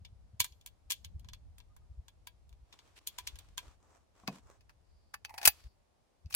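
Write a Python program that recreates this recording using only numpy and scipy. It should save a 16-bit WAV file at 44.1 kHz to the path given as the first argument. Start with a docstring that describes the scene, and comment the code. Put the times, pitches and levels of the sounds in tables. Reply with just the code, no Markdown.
"""Outdoors at a wooden table, cartridges are thumbed into a pistol magazine with sharp steel clicks.
The pistol knocks the table as it is picked up, the magazine scrapes in and latches with a loud clack,
and the slide is gripped. Steel is short noise plus ringing tones; scrapes are noise in a hollow.
Sleeves rustle and wind rumbles on the microphone, both as shaped noise. A bird and a thin whistle sound
far off, and trees scatter a faint echo, made from fading noise."""
import sys
import numpy as np
from scipy import signal
from scipy.fft import rfft, irfft, next_fast_len
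from scipy.io import wavfile
from scipy.ndimage import uniform_filter1d

SR = 44100
rng = np.random.default_rng(int(sys.argv[2]) if len(sys.argv) > 2 else 0)


def to_wav(sig):
    """Store sig (one row per channel, or 1-D mono) as 16-bit WAV at the path in sys.argv[1].

    Samples outside -1..1 are clipped; the rate is SR.
    """
    pcm = np.clip(np.atleast_2d(sig), -1, 1) * 32767
    pcm = np.round(pcm).astype(np.int16)
    wavfile.write(sys.argv[1], SR, pcm.T)  # frames by channels


N = 280387

# In every table, t60 is the time a sound takes to fall by 60 dB.
# wind strength, before WIND_BOOST_DB and gusting: (time [s], level [dB])
WIND_LEVELS = [(0.0, -62.5), (0.78, -73), (1.22, -52), (1.47, -61), (2.44, -66.5), (2.85, -74), (3.49, -62),
               (3.96, -76), (4.29, -70.5), (5.47, -71), (6.13, -82), (6.36, -70)]
# colour of the wind rumble: (frequency [Hz], relative level [dB])
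WIND_COLOUR = [(15, -35.5), (35, -3.5), (62, 1), (90, -2.5), (140, -17), (200, -23.5), (320, -39),
               (700, -57), (2000, -89.5)]
# single puffs on the microphone: (time [s], peak level [dB], pitch [Hz])
BUFFETS = [(0.018, -49, 90), (.13, -48.5, 88), (0.344, -46.5, 95), (0.41, -40, 85.3), (0.522, -52.5, 65),
           (1.062, -46.5, 74), (1.162, -36, 73), (1.258, -48, 91), (1.912, -43.5, 66), (1.992, -38, 59),
           (2.531, -48, 55), (2.629, -50, 55), (3.346, -42.5, 59), (3.682, -47, 62), (5.487, -45.5, 65),
           (5.664, -42, 56.4), (6.263, -38, 76)]
# colour of the open air: (frequency [Hz], relative level [dB])
AIR_COLOUR = [(60, -27), (150, -2.5), (400, -4.5), (700, -3.5), (1050, -9), (1500, -15), (3000, -18.5),
              (5000, -19), (7500, -22.5), (11000, -26), (13000, -34), (16000, -45)]
# notes of a distant bird: (start [s], length [s], top pitch [Hz], level [dB])
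BIRD_NOTES = [(1.694, 0.044, 1230, -75), (1.797, 0.052, 1243, -81), (1.91, 0.053, 1247, -87)]
# cartridges against the magazine: (time [s], level [dB], hollow band near 1.2 kHz [dB], brightness [dB])
MAGAZINE_CLICKS = [(0.05, -50.5, -8, -14.5), (0.4026, -19.5, -4, 1), (0.4442, -34.5, 4.5, 3),
                   (0.523, -59.5, -14, -10), (0.612, -61, -9, -5), (0.662, -42, -2, 7.5),
                   (0.673, -50, -3, -1.5), (0.9042, -30, -4.5, 1), (0.9101, -29, 1, -0.5),
                   (0.9203, -29.5, -10, 1.5), (1.0466, -43.5, -4, -6), (1.196, -60.5, -5, 0.5),
                   (1.246, -59.5, 7, -11), (1.2874, -49.5, 4.5, -11), (1.334, -45.5, 3.5, -7),
                   (1.5829, -55, 5, 2.5), (1.602, -56, 4.5, -11.5), (1.765, -59.5, 17.5, 4),
                   (2.0828, -52.5, 6, -4.5), (2.2717, -43.5, 6.5, -0.5), (2.493, -66, -6, -1),
                   (2.528, -64, 7, -6), (2.7266, -52.5, -1, -15), (2.79, -54, 3, -14),
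                   (3.073, -31.5, -13.5, 6.5), (3.186, -35.5, 5.5, -1.5), (3.273, -33.5, -3.5, -8),
                   (3.357, -52.5, 2, -5.5), (3.388, -47.5, -2, -0.5), (3.579, -33, 4, -3.5)]
# tones the magazine rings with: (frequency [Hz], relative level [dB])
MAGAZINE_TONES = [(990, -2.5), (1630, -8), (2330, -3), (2680, -14), (3035, -21), (3280, -4), (3490, 1),
                  (4150, -3.5), (4470, -3), (6580, 3.5), (7080, -1.5), (7940, -6), (8460, -18), (10400, -4),
                  (11150, -5.5), (12020, -12), (14350, -15)]
# colour of the magazine's crack: (frequency [Hz], relative level [dB])
MAGAZINE_COLOUR = [(100, -25), (650, -27), (1020, -4.5), (1350, -15), (2000, -6.5), (2450, -2.5),
                   (3250, 1.5), (4800, -2.5), (6800, -1), (9500, -5), (12500, -2.5), (15800, -13.5)]
# how long hand-damped steel rings: (frequency [Hz], t60 [s])
STEEL_FADE = [(300, 0.033), (1000, 0.056), (3300, .085), (7000, 0.033), (15000, 0.073)]
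# how long the trees' echo lasts: (frequency [Hz], t60 [s])
TREES_FADE = [(300, .5), (1500, 0.25), (4500, 0.29), (9000, 0.29), (15000, 0.62)]
# colour of the trees' echo: (frequency [Hz], relative level [dB])
TREES_COLOUR = [(300, 0.0), (2000, -3), (4700, 0.5), (7500, -2.0), (15000, -19.5)]
# arm and finger strokes: (middle [s], length [s], rubbing [dB], swish compared with the rubbing [dB])
STROKES = [(2.832, 0.39, -73.5, -2), (2.976, 0.041, -74, 16), (3.265, 0.74, -72.5, 2),
           (3.674, 0.2, -66.5, -4), (3.92, .26, -68.5, -13), (4.204, 0.14, -69.5, -5.5),
           (4.337, 0.16, -62.5, -1.5), (4.497, .21, -67, -12), (5.599, 0.19, -72, 5)]
# colours of the cloth rub, swish and fine hiss: (frequency [Hz], relative level [dB])
RUB_COLOUR = [(100, -22), (300, 1.5), (600, 0), (1100, 2), (2000, -10), (3500, -24.5), (8000, -39)]
SWISH_COLOUR = [(500, -31), (1500, -4.5), (2500, 0), (4500, -3), (6000, -7), (10000, -12), (15500, -23.5)]
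HISS_COLOUR = [(3000, -34), (5600, 0.5), (8200, -0.5), (9500, -13.5), (15500, -21)]
# the pistol knocks the table top: (time [s], level [dB])
KNOCKS = [(4.235, -56.5), (4.279, -53), (4.282, -35)]
# tones of the table top: (frequency [Hz], relative level [dB], t60 [s])
TABLE_TONES = [(124, -6.5, 0.14), (198, 1.5, 0.17), (246, -9.5, 0.15), (354, -30, 0.19), (512, -14, 0.11),
               (670, -4.5, 0.081), (749, 2.5, 0.054), (977, 0, 0.033), (1114, 5, 0.033)]
# how long the duller wood noise lasts: (frequency [Hz], t60 [s])
WOOD_FADE = [(200, 0.36), (700, 0.14), (2500, 0.043)]
# colour of the wood noise: (frequency [Hz], relative level [dB])
WOOD_COLOUR = [(60, -17), (170, 18.5), (420, 6.5), (1000, 7.0), (1600, -13), (2500, -3), (5000, -35)]
# blows on the pistol:
# (time [s], level [dB], hollow band near 1.2 kHz [dB], brightness [dB], contact t60 [s])
PISTOL_CLICKS = [(4.2772, -32, 7.5, -13, 0.012), (4.608, -66, -4, -11.5, 0.043),
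                 (4.6948, -56.5, 13.5, -11, 0.053), (5.1408, -37, 16, -5.5, .02),
                 (5.2492, -37, 2.5, -12, .013), (5.4542, -13.5, -12, -1, 0.027),
                 (5.459, -16.5, 7.5, 5, 0.011), (5.475, -9.5, 0.5, 2, 0.017),
                 (5.478, -11.5, 2.5, 2.5, 0.016), (5.598, -66.5, 13, -9.5, 0.013),
                 (5.64, -62, 2.5, -13, 0.021), (6.2593, -63, -21, -20, 0.0097),
                 (6.3082, -52.5, 11, -2, 0.019), (6.3255, -43.5, -13, -10, .04),
                 (6.342, -31.5, 1.5, -4, 0.031), (6.3486, -17, -5, 4, 0.045)]
# tones the pistol rings with: (frequency [Hz], relative level [dB])
PISTOL_TONES = [(810, -8), (1150, -13.5), (1720, -9.5), (2560, -1), (4460, -10.5), (4620, -2.5),
                (4815, -6.5), (5320, -8), (6230, 1), (7870, -10.5), (8760, -15.5), (9800, -12), (11020, -1),
                (11850, -2), (14750, -9.5)]
# colour of the pistol's crack and scrape: (frequency [Hz], relative level [dB])
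PISTOL_COLOUR = [(100, -31), (360, -26.5), (520, -13), (830, -7.5), (1150, -9.5), (2000, -3.5), (2550, 0.5),
                 (3400, -5), (4600, -2), (7200, -5), (11200, -0.5), (13200, -4.5), (15500, -4)]
# a faint, thin, far-off whistle: (middle [s], length [s], level [dB])
WHISTLES = [(5.026, 0.52, -84.5), (5.63, .26, -76)]
# colour of the whistle: (frequency [Hz], relative level [dB])
WHISTLE_COLOUR = [(3000, -39.5), (4300, -7.5), (4750, 0.5), (5200, -9.0), (7000, -38)]
# steel slides on steel, the magazine in its well and then the slide:
# (start [s], length [s], level at the end [dB], starting pitch of the hollow [Hz], gritty edge [dB])
SLIDES = [(5.283, 0.2, -40, 888, -11.5), (6.301, .057, -39.5, 2484, 6.5)]
# the magazine catches on its way into the grip: (time [s], level [dB])
CATCHES = [(5.2945, -53.5), (5.341, -52.5), (5.3798, -37.5), (5.415, -42), (5.4302, -37.5), (5.442, -41)]

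TIME = np.arange(N) / SR  # seconds through the scene
AGE = np.arange(5120) / SR  # seconds through one blow
WIND_BOOST_DB, GUSTING_DB = 3.5, 3
BUFFET_CYCLES, EDDY_DB = .85, -15  # width of a buffet, and the smaller eddy an octave above it
AIR_DB = -76
RAMP_S = 0.0045  # length of the soft noise ramp before each click
# a press harder than HARD_DB grazes the lips just before it snaps, and the spring rattles after it
HARD_DB, GRAZE_S, GRAZE_DB = -36, .004, -15.5
RATTLE_S, RATTLE_DB, RATTLE_T60_S, RATTLE_BRIGHT_DB = 0.011, -19, .08, -6
# grinding t60 on the feed lips at HARD_DB [s], and how fast it grows with level [per dB]
CONTACT_T60_S, LONGER_PER_DB = 0.012, .012
SLEEVE_HISS_DB = -8.5  # compared with the rubbing
PUSH_DB, SINK_HZ_PER_S, STOP_DB_PER_S = 15, 1000, 599  # a slide grows louder and lower, then stops
STUCK_DB, SLIP_T60_S = -13, 0.07  # friction between catches, and how fast the slip after a catch dies
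CATCH_HOLLOW_DB, CATCH_BRIGHT_DB, CATCH_T60_S = 7, -7.5, 0.032
EDGE_HZ = 16100  # upper limit of the sound


def gain_of(db):
    """Turns decibels into a multiplier for the wave."""
    return 10 ** (np.asarray(db) / 20)


def evened(x):
    """Scales to an average strength (rms) of one."""
    return x / np.sqrt(np.mean(x ** 2) + 1e-30)


def unit(x):
    """Scales each wave so its squared samples add up to one."""
    return x / np.linalg.norm(x, axis=-1, keepdims=True)


def read(points, hz):
    """Reads a table between its points, with frequency spaced as the ear hears pitch."""
    f, value = np.transpose(points)
    return np.interp(np.log(hz + 1), np.log(f), value)


def dying(t, t60):
    """Fades by 60 dB in t60 seconds, as freely ringing things do."""
    return np.exp(-np.log(1000) * t / np.maximum(t60, 1e-4))


def swell(middle, length):
    """One smooth rise and fall."""
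    return np.cos(np.pi * np.clip((TIME - middle) / length, -.5, .5))


def flutter(rate):
    """A smooth random wander with about `rate` new values a second."""
    knots = rng.standard_normal(8192)
    return np.interp(TIME * rate, np.arange(len(knots)), knots)


def add(mix, s, sound):
    """Lays a sound into the mix at a time."""
    part = mix[max(round(s * SR), 0):][:len(sound)]
    part += sound[:len(part)]


def coloured(x, colour):
    """Filters a sound to the given colour without smearing it ahead of its start."""
    size = next_fast_len(2 * x.shape[-1])
    hz = abs(np.fft.fftfreq(size, 1 / SR))
    log_gain = np.log(gain_of(read(colour, hz)))
    # the Hilbert transform gives the timing that keeps the filter from answering early
    response = np.exp(np.conj(signal.hilbert(log_gain)))
    return np.fft.ifft(np.fft.fft(x, size) * response).real[..., :x.shape[-1]]


def stereo_noise(colour, likeness):
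    """Coloured noise, partly shared by left and right."""
    size = next_fast_len(N, True)
    shared = np.clip(likeness, 0, 1)
    a, b = rng.standard_normal((2, size))
    spectrum = rfft([a, shared * a + np.sqrt(1 - shared * shared) * b])
    spectrum *= gain_of(read(colour, np.fft.rfftfreq(size, 1 / SR)))
    return evened(irfft(spectrum, size)[:, :N])


def noise_tail(t60s, size):
    """Noise whose low and high bands each die at their own speed."""
    hz, t, bands = signal.stft(rng.standard_normal(size), SR, nperseg=128)
    fading = bands * dying(t, read(t60s, hz)[:, None])
    tail = signal.istft(fading, SR, nperseg=128)[1]
    return unit(tail[..., :np.atleast_1d(size)[-1]])


def ringing(hz, db, t60, spread_db, channels=1):
    """Fading tones of a struck object; each blow may share its force among them differently."""
    shape = (channels, len(hz))
    strength = gain_of(db + spread_db * rng.standard_normal(shape)) * rng.choice([-1, 1], shape)
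    tones = np.sin(2 * np.pi * hz[:, None] * AGE) * dying(AGE, t60[:, None])
    return np.einsum("cm,mt->ct", strength, tones)


def wind():
    """Lumpy turbulence pushes on the microphone as low noise, with single slow puffs."""
    level_db = WIND_BOOST_DB + np.interp(TIME, *np.transpose(WIND_LEVELS)) + GUSTING_DB * flutter(rate=15)
    rumble = stereo_noise(WIND_COLOUR, likeness=0.21) * gain_of(level_db)
    for s, db, hz in BUFFETS:
        near = abs(TIME - s) < .1
        turns = hz * (TIME[near] - s)
        phase = 2 * np.pi * turns + rng.normal(0, 0.53, (2, 1))
        puff = np.exp(-(turns / BUFFET_CYCLES) ** 2)
        rumble[:, near] += gain_of(db) * puff * (np.cos(phase) + gain_of(EDDY_DB) * np.sin(2 * phase))
    return rumble * gain_of([[1.3], [-1.3]])  # a little stronger on the left


def open_air():
    """Quiet open air is steady soft noise."""
    return gain_of(AIR_DB) * stereo_noise(AIR_COLOUR, likeness=0.05)


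def presses():
    """Every cartridge contact: light taps alone, hard presses with a graze before and spring rattle after."""
    contacts = []
    for s, db, hollow_db, bright_db in MAGAZINE_CLICKS:
        t60 = CONTACT_T60_S * np.exp(LONGER_PER_DB * (db - HARD_DB))
        contacts.append((s, db, hollow_db, bright_db, t60))
        if db > HARD_DB:
            contacts.append((s - GRAZE_S, db + GRAZE_DB, hollow_db, bright_db, CONTACT_T60_S))
            contacts.append((s + RATTLE_S, db + RATTLE_DB, hollow_db, RATTLE_BRIGHT_DB, RATTLE_T60_S))
    return contacts


def contact(t60, tones, colour, snap_db, dense_db, tones_db):
    """A soft ramp, snap and rebound set off many weak tones and a few strong ones, on three paths."""
    ramp = round(RAMP_S * SR)
    rebound = AGE - rng.uniform(0.003, 0.013)
    press = dying(AGE, t60) + gain_of(-19.5) * dying(abs(rebound), 0.027) * (rebound > 0)
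    # tiny slips of very uneven strength
    slip_db = 6.2 * np.minimum(rng.exponential(1, len(AGE)), 4)
    slips = rng.standard_normal((3, len(AGE))) * gain_of(slip_db)
    force = unit(slips * press)
    force[0, round(t60 * SR / 20)] += gain_of(snap_db)
    # the many weak tones blur into a noise tail
    struck = unit(force) + gain_of(dense_db) * noise_tail(STEEL_FADE, force.shape)
    struck = np.pad(struck, ((0, 0), (ramp, 0)))
    struck[:, :ramp] += gain_of(-15.5) * unit(slips[:, -ramp:] * np.linspace(0, 1, ramp))
    hz, db = np.transpose(tones)
    shifted_hz = hz * rng.normal(1, .014, len(hz))
    ring = ringing(shifted_hz, db, read(STEEL_FADE, hz), spread_db=4.0, channels=3)
    ring = np.pad(unit(ring), ((0, 0), (ramp, 0)))
    return unit(coloured(struck, colour)) + gain_of(tones_db) * ring


def steel(clicks, tones, colour, snap_db, dense_db, tones_db, likeness):
    """Steel clicks in the hands: left and right each hear a shared part and their own, left slightly earlier."""
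    out = np.zeros((2, N))
    share = np.clip(likeness, 0, 1)
    for s, db, hollow_db, bright_db, t60 in clicks:
        paths = contact(t60, tones, colour, snap_db, dense_db, tones_db)
        sound = np.sqrt(share) * paths[0] + np.sqrt(1 - share) * paths[1:]
        # where the blow lands and how the hand damps it tilt the colour
        tilt = [(400, 0.013), (900, hollow_db), (1500, hollow_db), (2800, 0.012), (5500, 0), (9500, bright_db)]
        sound = coloured(sound, tilt)
        # the level is set by the loudest 3 ms
        loudest = np.sqrt(uniform_filter1d((sound ** 2).mean(0), size=132, mode="constant").max())
        left, right = gain_of(db) * sound / loudest
        add(out[0], s - RAMP_S, left)
        add(out[1], s - RAMP_S + 6 / SR, right)
    return out * gain_of([[.6], [-.6]])  # a little stronger on the left


def trees(x):
    """Foliage scatters sound back as a faint, late, spread-out echo."""
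    t = np.arange(SR) / SR
    tails = np.array([noise_tail(TREES_FADE, SR) for side in range(2)])
    tails = coloured(tails * np.minimum(t / 0.035, 1), TREES_COLOUR)
    return gain_of(-41) * signal.oaconvolve(x, unit(tails), axes=1)[:, :N]


def bird():
    """Three faint notes, each a pure tone that arches up and down in pitch and loudness."""
    out = np.zeros(N)
    for s, length, hz, db in BIRD_NOTES:
        arch = np.sin(np.pi * np.arange(0, length, 1 / SR) / length)
        pitch = hz * (1 + 0.023 * (arch - 1))
        add(out, s, gain_of(db) * arch * np.sin(2 * np.pi * np.cumsum(pitch) / SR))
    return out


def cloth():
    """Sleeves rub, swish and hiss with each stroke; the fibres catch and let go in tiny bursts."""
    rub = sum(gain_of(db) * swell(s, length) for s, length, db, _ in STROKES)
    swish = sum(gain_of(db + swish_db) * swell(s, length) for s, length, db, swish_db in STROKES)
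    # about 70 fibre catches a second, each fading over 2 ms
    plucks = rng.exponential(1, N) * (rng.random(N) < 70 / SR)
    bursts = signal.lfilter([1], [1, -np.exp(-1 / (.002 * SR))], plucks)
    grain = evened(1 + bursts) * gain_of(1.8 * flutter(rate=35))
    hiss = gain_of(SLEEVE_HISS_DB) * stereo_noise(HISS_COLOUR, likeness=0.089)
    sleeve = stereo_noise(RUB_COLOUR, likeness=0.38) + hiss
    return grain * (rub * sleeve + swish * stereo_noise(SWISH_COLOUR, likeness=0.05))


def table():
    """The planks answer the pistol with a short wooden thud of fading tones and dull noise."""
    out = np.zeros(N)
    for s, db in KNOCKS:
        planks = ringing(*np.transpose(TABLE_TONES), spread_db=0.0)[0]
        wood = coloured(noise_tail(WOOD_FADE, len(AGE)), WOOD_COLOUR)
        add(out, s, gain_of(db) * (gain_of(-4.5) * planks + gain_of(17.5) * wood))
    return out


def whistle():
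    """A narrow, airy band of noise far away swells and fades."""
    band = stereo_noise(WHISTLE_COLOUR, likeness=0.26)
    return band * sum(gain_of(db) * swell(s, length) for s, length, db in WHISTLES)


def resonate(x, hz, width):
    """A hollow that favours one pitch, following the curve hz."""
    turn = np.exp(2j * np.pi * np.cumsum(hz * np.ones(N)) / SR)
    r = np.exp(-np.pi * width / SR)
    # shift the pitch down to zero, smooth, then shift it back up
    return 2 * (turn * signal.lfilter([1 - r], [1, -r], x / turn)).real


def scrape():
    """Gritty friction sounds the grip's hollow, most after each catch, sinking in pitch as the push grows."""
    grit = gain_of(2.5 * flutter(rate=900) + 2.5 * flutter(rate=140))
    rub = evened(stereo_noise(PISTOL_COLOUR, likeness=0.3) * grit)
    slips = sum((TIME > s) * dying(abs(TIME - s), SLIP_T60_S) for s, _ in CATCHES)
    slipping = gain_of(STUCK_DB) + slips
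    out = np.zeros(N)
    for s, length, db, start_hz, edge_db in SLIDES:
        moving = np.clip(TIME - s, 0, length)
        hz = start_hz - SINK_HZ_PER_S * moving
        push_db = PUSH_DB * (1 - moving / length)
        stop_db = STOP_DB_PER_S * np.maximum(TIME - s - length, 0)
        level = (TIME > s) * slipping * gain_of(db - push_db - stop_db)
        # each hollow is applied twice to sharpen it
        low = evened(resonate(resonate(rub, hz, 190), hz, 190))
        high = evened(resonate(resonate(rub, 2.3 * hz, 480), 2.3 * hz, 480))
        out = out + level * (low + gain_of(-8) * high + gain_of(edge_db) * rub)
    return out


def scene():
    """Magazine and pistol in the hands, with the outdoors around them."""
    magazine = steel(presses(), MAGAZINE_TONES, MAGAZINE_COLOUR,
                     snap_db=-12.5, dense_db=-1.5, tones_db=-5.0, likeness=0.32)
    catches = [(s, db, CATCH_HOLLOW_DB, CATCH_BRIGHT_DB, CATCH_T60_S) for s, db in CATCHES]
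    pistol = steel(PISTOL_CLICKS + catches, PISTOL_TONES, PISTOL_COLOUR,
                   snap_db=-10.5, dense_db=-9.5, tones_db=-8, likeness=0.22)
    pistol = pistol + scrape() + table()
    # the magazine's clicks set off a stronger echo from the trees
    echo = trees(gain_of(10.5) * magazine + pistol)
    return magazine + pistol + echo + cloth() + wind() + open_air() + bird() + whistle()


def record(dry):
    """Flattens peaks beyond 0.9, then filters away what lies above EDGE_HZ."""
    low_pass = signal.firwin(401, EDGE_HZ, window=("kaiser", 9), fs=SR)
    return signal.oaconvolve(np.clip(dry, -.9, .9), low_pass[None], "same", axes=1)


dry = scene()
out = record(dry)
to_wav(out)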